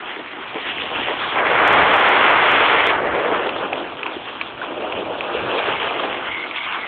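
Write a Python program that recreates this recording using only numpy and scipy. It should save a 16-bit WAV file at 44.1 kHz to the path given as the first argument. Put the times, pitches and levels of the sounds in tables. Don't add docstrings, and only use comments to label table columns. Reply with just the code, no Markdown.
import sys
import numpy as np
from scipy import signal
from scipy.io import wavfile
from scipy.ndimage import uniform_filter1d

SR = 44100
rng = np.random.default_rng(int(sys.argv[2]) if len(sys.argv) > 2 else 0)


def dump_mix(stems):
    frames = np.atleast_2d(stems).T
    limited = np.clip(frames, -1, 1)
    pcm = np.round(limited * 32767).astype(np.int16)
    wavfile.write(sys.argv[1], SR, pcm)


N = 302967


def undb(db):
    return 10 ** (np.asarray(db) / 20)


def unit(x):
    return x / np.sqrt(np.mean(x ** 2))


def curves(table):
    times, *columns = np.transpose(table)
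    return [np.interp(np.arange(N) / SR, times, column) for column in columns]


def walk(rate):
    hold = max(int(SR / rate), 51)
    steps = rng.standard_normal(N // 50)[np.arange(N) // hold]
    return unit(uniform_filter1d(uniform_filter1d(steps, hold), hold))


def resonate(x, modes, shimmer_db=0.):
    out = 0
    for k, (hz, width, db) in enumerate(modes):
        b, a = signal.iirpeak(hz, hz / (1.55 * width), SR)
        band = unit(signal.lfilter(b, a, signal.lfilter(b, a, x)))
        out = out + (-1) ** k * undb(db + shimmer_db * walk(45)) * band
    return unit(out)


def grains(per_s, scatter_db):
    when, size, sign = rng.random((3, N))
    loudness = undb(-scatter_db * np.log(size + 0.005))
    return unit((when < per_s / SR) * loudness * np.sign(sign - .5))


def strike(s, db, hz, t60_ms, rise_ms):
    out, t = np.zeros(N), np.arange(SR // 8) / SR
    start = int(s * SR)
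    rise = 1 - np.exp(-1000 * t / rise_ms)
    shape = rise * np.exp(-np.log(1000) * 1000 * t / t60_ms)
    tone = undb(db) * shape / shape.max() * np.sin(2 * np.pi * hz * t)
    out[start:start + len(t)] = tone[:N - start]
    return out


def bump(s, length):
    return np.cos(np.pi * np.clip((np.arange(N) / SR - s) / length / 2, -.5, .5)) ** 2


# t/s, base scrape level/dB, deck rumble level/dB, spray hiss level/dB
RIDE = [(0, -34, -44.5, -36.5), (.15, -37, -44.5, -35), (.45, -34, -44, -36), (.75, -32.5, -37.5, -29.5),
        (1.05, -28, -32.5, -29.5), (1.2, -28, -39, -27.5), (1.33, -25.5, -34.5, -28.5),
        (1.39, -20, -24, -32.5), (1.7, -13.5, -19, -22), (2.3, -14.5, -21.5, -21.5), (2.87, -17, -22, -22),
        (3.0, -22, -24.5, -38), (3.15, -22, -21.5, -32.5), (3.3, -24.5, -22, -33),
        (3.42, -26.5, -25.5, -32), (3.75, -33, -28.5, -34), (3.9, -36, -35, -37),
        (4.5, -34.5, -40.5, -34.5), (4.7, -36, -30, -36), (5.2, -33.5, -28, -33.5), (5.3, -29, -27.5, -28),
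        (5.4, -26, -25.5, -27.5), (5.75, -26, -28.5, -27), (6.15, -29.5, -27, -31.5),
        (6.3, -30, -39.5, -30), (6.5, -37.5, -39, -36), (6.6, -31.5, -52, -29.5), (6.87, -31, -37, -34.5)]
# t/s, level/dB
EDGE_RING_LEVEL = [(0, -38.5), (1.32, -31.5), (1.4, -22), (1.65, -18.5), (2.87, -18), (2.98, -29.5),
                   (3.35, -33), (3.7, -42.5), (5.5, -47), (5.75, -32), (6.87, -42)]
# f/Hz, width/Hz, relative level/dB
FLEX_MODES = [(233, 100, -6.5), (339, 127, 5.5)]
DECK_MODES = [(467, 166, 1.5), (616.5, 119, 3), (742, 300, 0)]
SCRAPE_MODES = [(851, 510, -3), (1230, 670, 1), (1635, 600, -2)]
RING_MODES = [(1994, 840, -2), (2200, 706, 2.5)]
HISS_MODES = [(2415, 610, 0.51), (2798, 740, 0.29), (3369, 426, -1.4)]
POWDER_MODES = [(3790, 500, 0)]
REFERENCE_DB = -20
FLEX_REFERENCE_DB, FLEX_SLOPE = -31, 0.52
POWDER_DB = -19
UNEVEN_DB = 1


def edge():
    scrape, rumble, hiss = curves(RIDE)
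    flex = FLEX_REFERENCE_DB + FLEX_SLOPE * (rumble - REFERENCE_DB)
    # level dB, resonances, share of its own noise, shimmer dB
    parts = [(flex, FLEX_MODES, .9, 1.3),
             (rumble, DECK_MODES, 0.81, 1.4),
             (scrape, SCRAPE_MODES, .75, 1.5),
             (curves(EDGE_RING_LEVEL)[0], RING_MODES, 0.41, 1.6),
             (hiss, HISS_MODES, 0.73, 2.2)]
    patchy = np.clip((-11.0 - scrape) / 10.0, .35, 1)
    grip = walk(35)
    crystals = grains(2500, 4.2)
    out = 0
    for level, modes, own, shimmer_db in parts:
        mix = np.clip(own + (1 - patchy) * 0.16, 0, 1)
        drive = mix * rng.standard_normal(N) + np.sqrt(1 - mix ** 2) * crystals
        centre_hz = np.mean(modes, axis=0)[0]
        swell = crusts(centre_hz) + patchy * (grip + UNEVEN_DB * walk(22))
        out = out + undb(level + swell) * resonate(drive, modes, patchy * shimmer_db)
    powder_level = uniform_filter1d(hiss, SR // 3) + POWDER_DB
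    powder = resonate(rng.standard_normal(N), POWDER_MODES, 2.5)
    return out + undb(powder_level + 3.1 * walk(140)) * powder


# centre t/s, width at half height/s, swell level/dB at f, centre f/Hz
CRUSTS = [(0.106, .08, 5.5, 1800), (0.201, 0.027, 10.5, 500), (0.372, .07, 9, 330), (0.566, 0.052, 12, 597),
          (0.677, 0.069, 9, 1980), (0.805, 0.064, 4.5, 3020), (0.86, 0.037, 1, 500),
          (0.994, 0.044, 7.5, 450), (1.053, 0.065, 8, 3000), (1.11, 0.047, 8.5, 450),
          (1.744, 0.048, 2, 330), (2.35, 0.044, 6, 330), (3.276, 0.025, 2.5, 600),
          (3.342, 0.025, 5.5, 1290), (3.624, 0.061, 3.5, 550), (3.81, 0.038, 5.5, 330),
          (4.07, 0.027, 2, 1200), (4.283, 0.023, 5.5, 1310), (4.637, 0.04, 10, 1480),
          (4.885, 0.052, 1.5, 402), (5.007, 0.043, 7.5, 300), (5.11, 0.031, 4.5, 546),
          (5.398, 0.044, 2.5, 1400), (5.683, 0.045, 7, 2020), (5.82, 0.065, 2, 2830),
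          (6.022, 0.074, 1.5, 2800), (6.57, 0.052, 8.5, 2500), (6.756, .09, 10.5, 2020),
          (6.803, 0.072, 3.5, 600)]
CRUST_OCTAVES = 0.64


def crusts(hz):
    swell = 0
    for s, length, db, centre_hz in CRUSTS:
        octaves = np.log2(hz / centre_hz)
        swell = swell + db * np.exp(-(octaves / CRUST_OCTAVES) ** 2 / 2) * bump(s, length)
    return swell


# centre t/s, width at half height/s, f/Hz, level/dB before flutter
WHISTLES = [(5.77, 0.097, 2180, -31), (6.138, 0.063, 2200, -36), (6.325, 0.12, 2140, -27.5),
            (6.44, 0.069, 2170, -31.5), (6.614, 0.12, 2180, -28), (6.753, 0.19, 2255, -33),
            (6.86, .08, 2060, -31)]
WHISTLE_WIDTH_HZ = 180.


def whistle():
    slow = signal.butter(2, WHISTLE_WIDTH_HZ / 2, fs=SR, output="sos")
    wobble = signal.sosfilt(slow, rng.standard_normal((2, N)))
    in_phase = undb(3.5 * walk(40)) * unit(wobble[0])
    quadrature = undb(2.7 * walk(40)) * unit(wobble[1])
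    envelope = in_phase + 1j * quadrature
    t, out = np.arange(N) / SR, 0
    for s, length, hz, db in WHISTLES:
        tone = np.real(envelope * np.exp(2j * np.pi * hz * t))
        out = out + undb(db) * bump(s, length) * tone
    return out


# t/s, reference level/dB, reference f/Hz, spatter level/dB re reference
PELLETS = [(0.2607, -26, 2030, -19), (0.7835, -17, 2190, -19), (0.819, -16, 3070, -18),
           (3.4676, -20, 3550, -20), (3.492, -12, 2570, -8.5), (3.7308, -11.5, 2600, -14),
           (3.757, -21.5, 2870, -22), (4.031, -11, 2640, -15.5), (4.0637, -17, 2680, -4.5),
           (4.2866, -22, 2980, -16), (4.4123, -10.5, 2690, -9), (4.6474, -24, 2610, -20),
           (4.9236, -19, 2660, -10), (5.2078, -12.5, 2660, -19), (5.8174, -18, 2550, -19),
           (6.5109, -18.5, 2440, -9), (6.5832, -18, 2120, -17)]
# f as a share of the pellet's reference f, t60/ms, level/dB re reference
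SHELL_MODES = [(0.95, 5.9, 4), (0.55, 7.8, -11)]
# f/Hz, width/Hz, relative level/dB
SPATTER_MODES = [(1050, 380, 1), (2550, 1000, 4), (3200, 250, -13.5)]
SPATTER_T60_MS = 55


def pellets():
    t, clicks, fall = np.arange(N) / SR, 0, 0
    for s, db, hz, spatter_db in PELLETS:
        for share, t60_ms, mode_db in SHELL_MODES:
            clicks = clicks + strike(s, db + mode_db, hz * share, t60_ms, 0.19)
        decay_db = 60 * 1000 * np.clip(t - s, 0, 1) / SPATTER_T60_MS
        fall = fall + (t > s) * undb(db + spatter_db - decay_db)
    return clicks + fall * resonate(grains(5600, 1.2), SPATTER_MODES)


# t/s, envelope peak level/dB, f/Hz
LUMPS = [(0.167, -27, 385), (0.555, -22, 307), (2.926, -17.5, 680), (3.319, -15, 664), (3.615, -20, 487),
         (3.726, -16, 746), (4.058, -21, 1010), (4.165, -17.5, 370), (4.615, -19, 1490), (5.106, -19, 497),
         (5.348, -11.5, 450), (5.684, -15, 434)]


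def lumps():
    return sum(strike(s, db, hz, 33, 1.3) for s, db, hz in LUMPS)


# f/Hz, width/Hz, relative level/dB
WIND_MODES = [(38, 25, -19), (65, 44, -6), (107, 76, -1), (174, 140, 0)]
WIND_REFERENCE_DB, WIND_SLOPE = -39.5, 0.65


def wind():
    scrape, rumble, _ = curves(RIDE)
    board = 0.73 * scrape + 0.29 * rumble
    level = WIND_REFERENCE_DB + WIND_SLOPE * (board - REFERENCE_DB)
    eddies = resonate(rng.standard_normal(N), WIND_MODES)
    return undb(level) * unit(undb(2.8 * walk(12)) * eddies)


# t/s, peak level/dB before the converter filter
TICKS = [(1.6704, -53), (1.678, -24), (1.7305, -29), (1.7384, -44), (1.9393, -31.5), (1.9484, -53),
         (1.96, -36), (1.9674, -32), (2, -35), (2.0904, -29.5), (2.1261, -54), (2.2204, -40), (2.3015, -42),
         (2.3082, -38), (2.3835, -42), (2.498, -41), (2.5168, -29.5), (2.8694, -25.5)]
TOP_HZ = 4560


def ticks():
    t = np.arange(256) / SR
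    treble = signal.butter(4, TOP_HZ, "high", fs=SR, output="sos")
    corner = signal.sosfilt(treble, t * np.exp(-1000 * t / 0.086))
    at = np.zeros(N)
    for s, db in TICKS:
        at[int(s * SR)] = undb(db)
    return np.convolve(at, corner / np.abs(corner).max())[:N]


def scene():
    return (edge() + whistle() + pellets() + lumps() + wind())[None]


def record(dry):
    rounded = np.tanh(1.5 * dry) / 1.5
    rolled = signal.sosfilt(signal.butter(6, 3500., fs=SR, output="sos"), rounded)
    rolled = signal.sosfilt(signal.butter(2, 36., "high", fs=SR, output="sos"), rolled)
    narrow = signal.sosfilt(signal.cheby2(16, 70, TOP_HZ + 400, fs=SR, output="sos"), rolled)
    converter = signal.ellip(8, .2, 70, 15800, fs=SR, output="sos")
    return signal.sosfilt(converter, narrow + ticks())


dry = scene()
out = record(dry)
dump_mix(out)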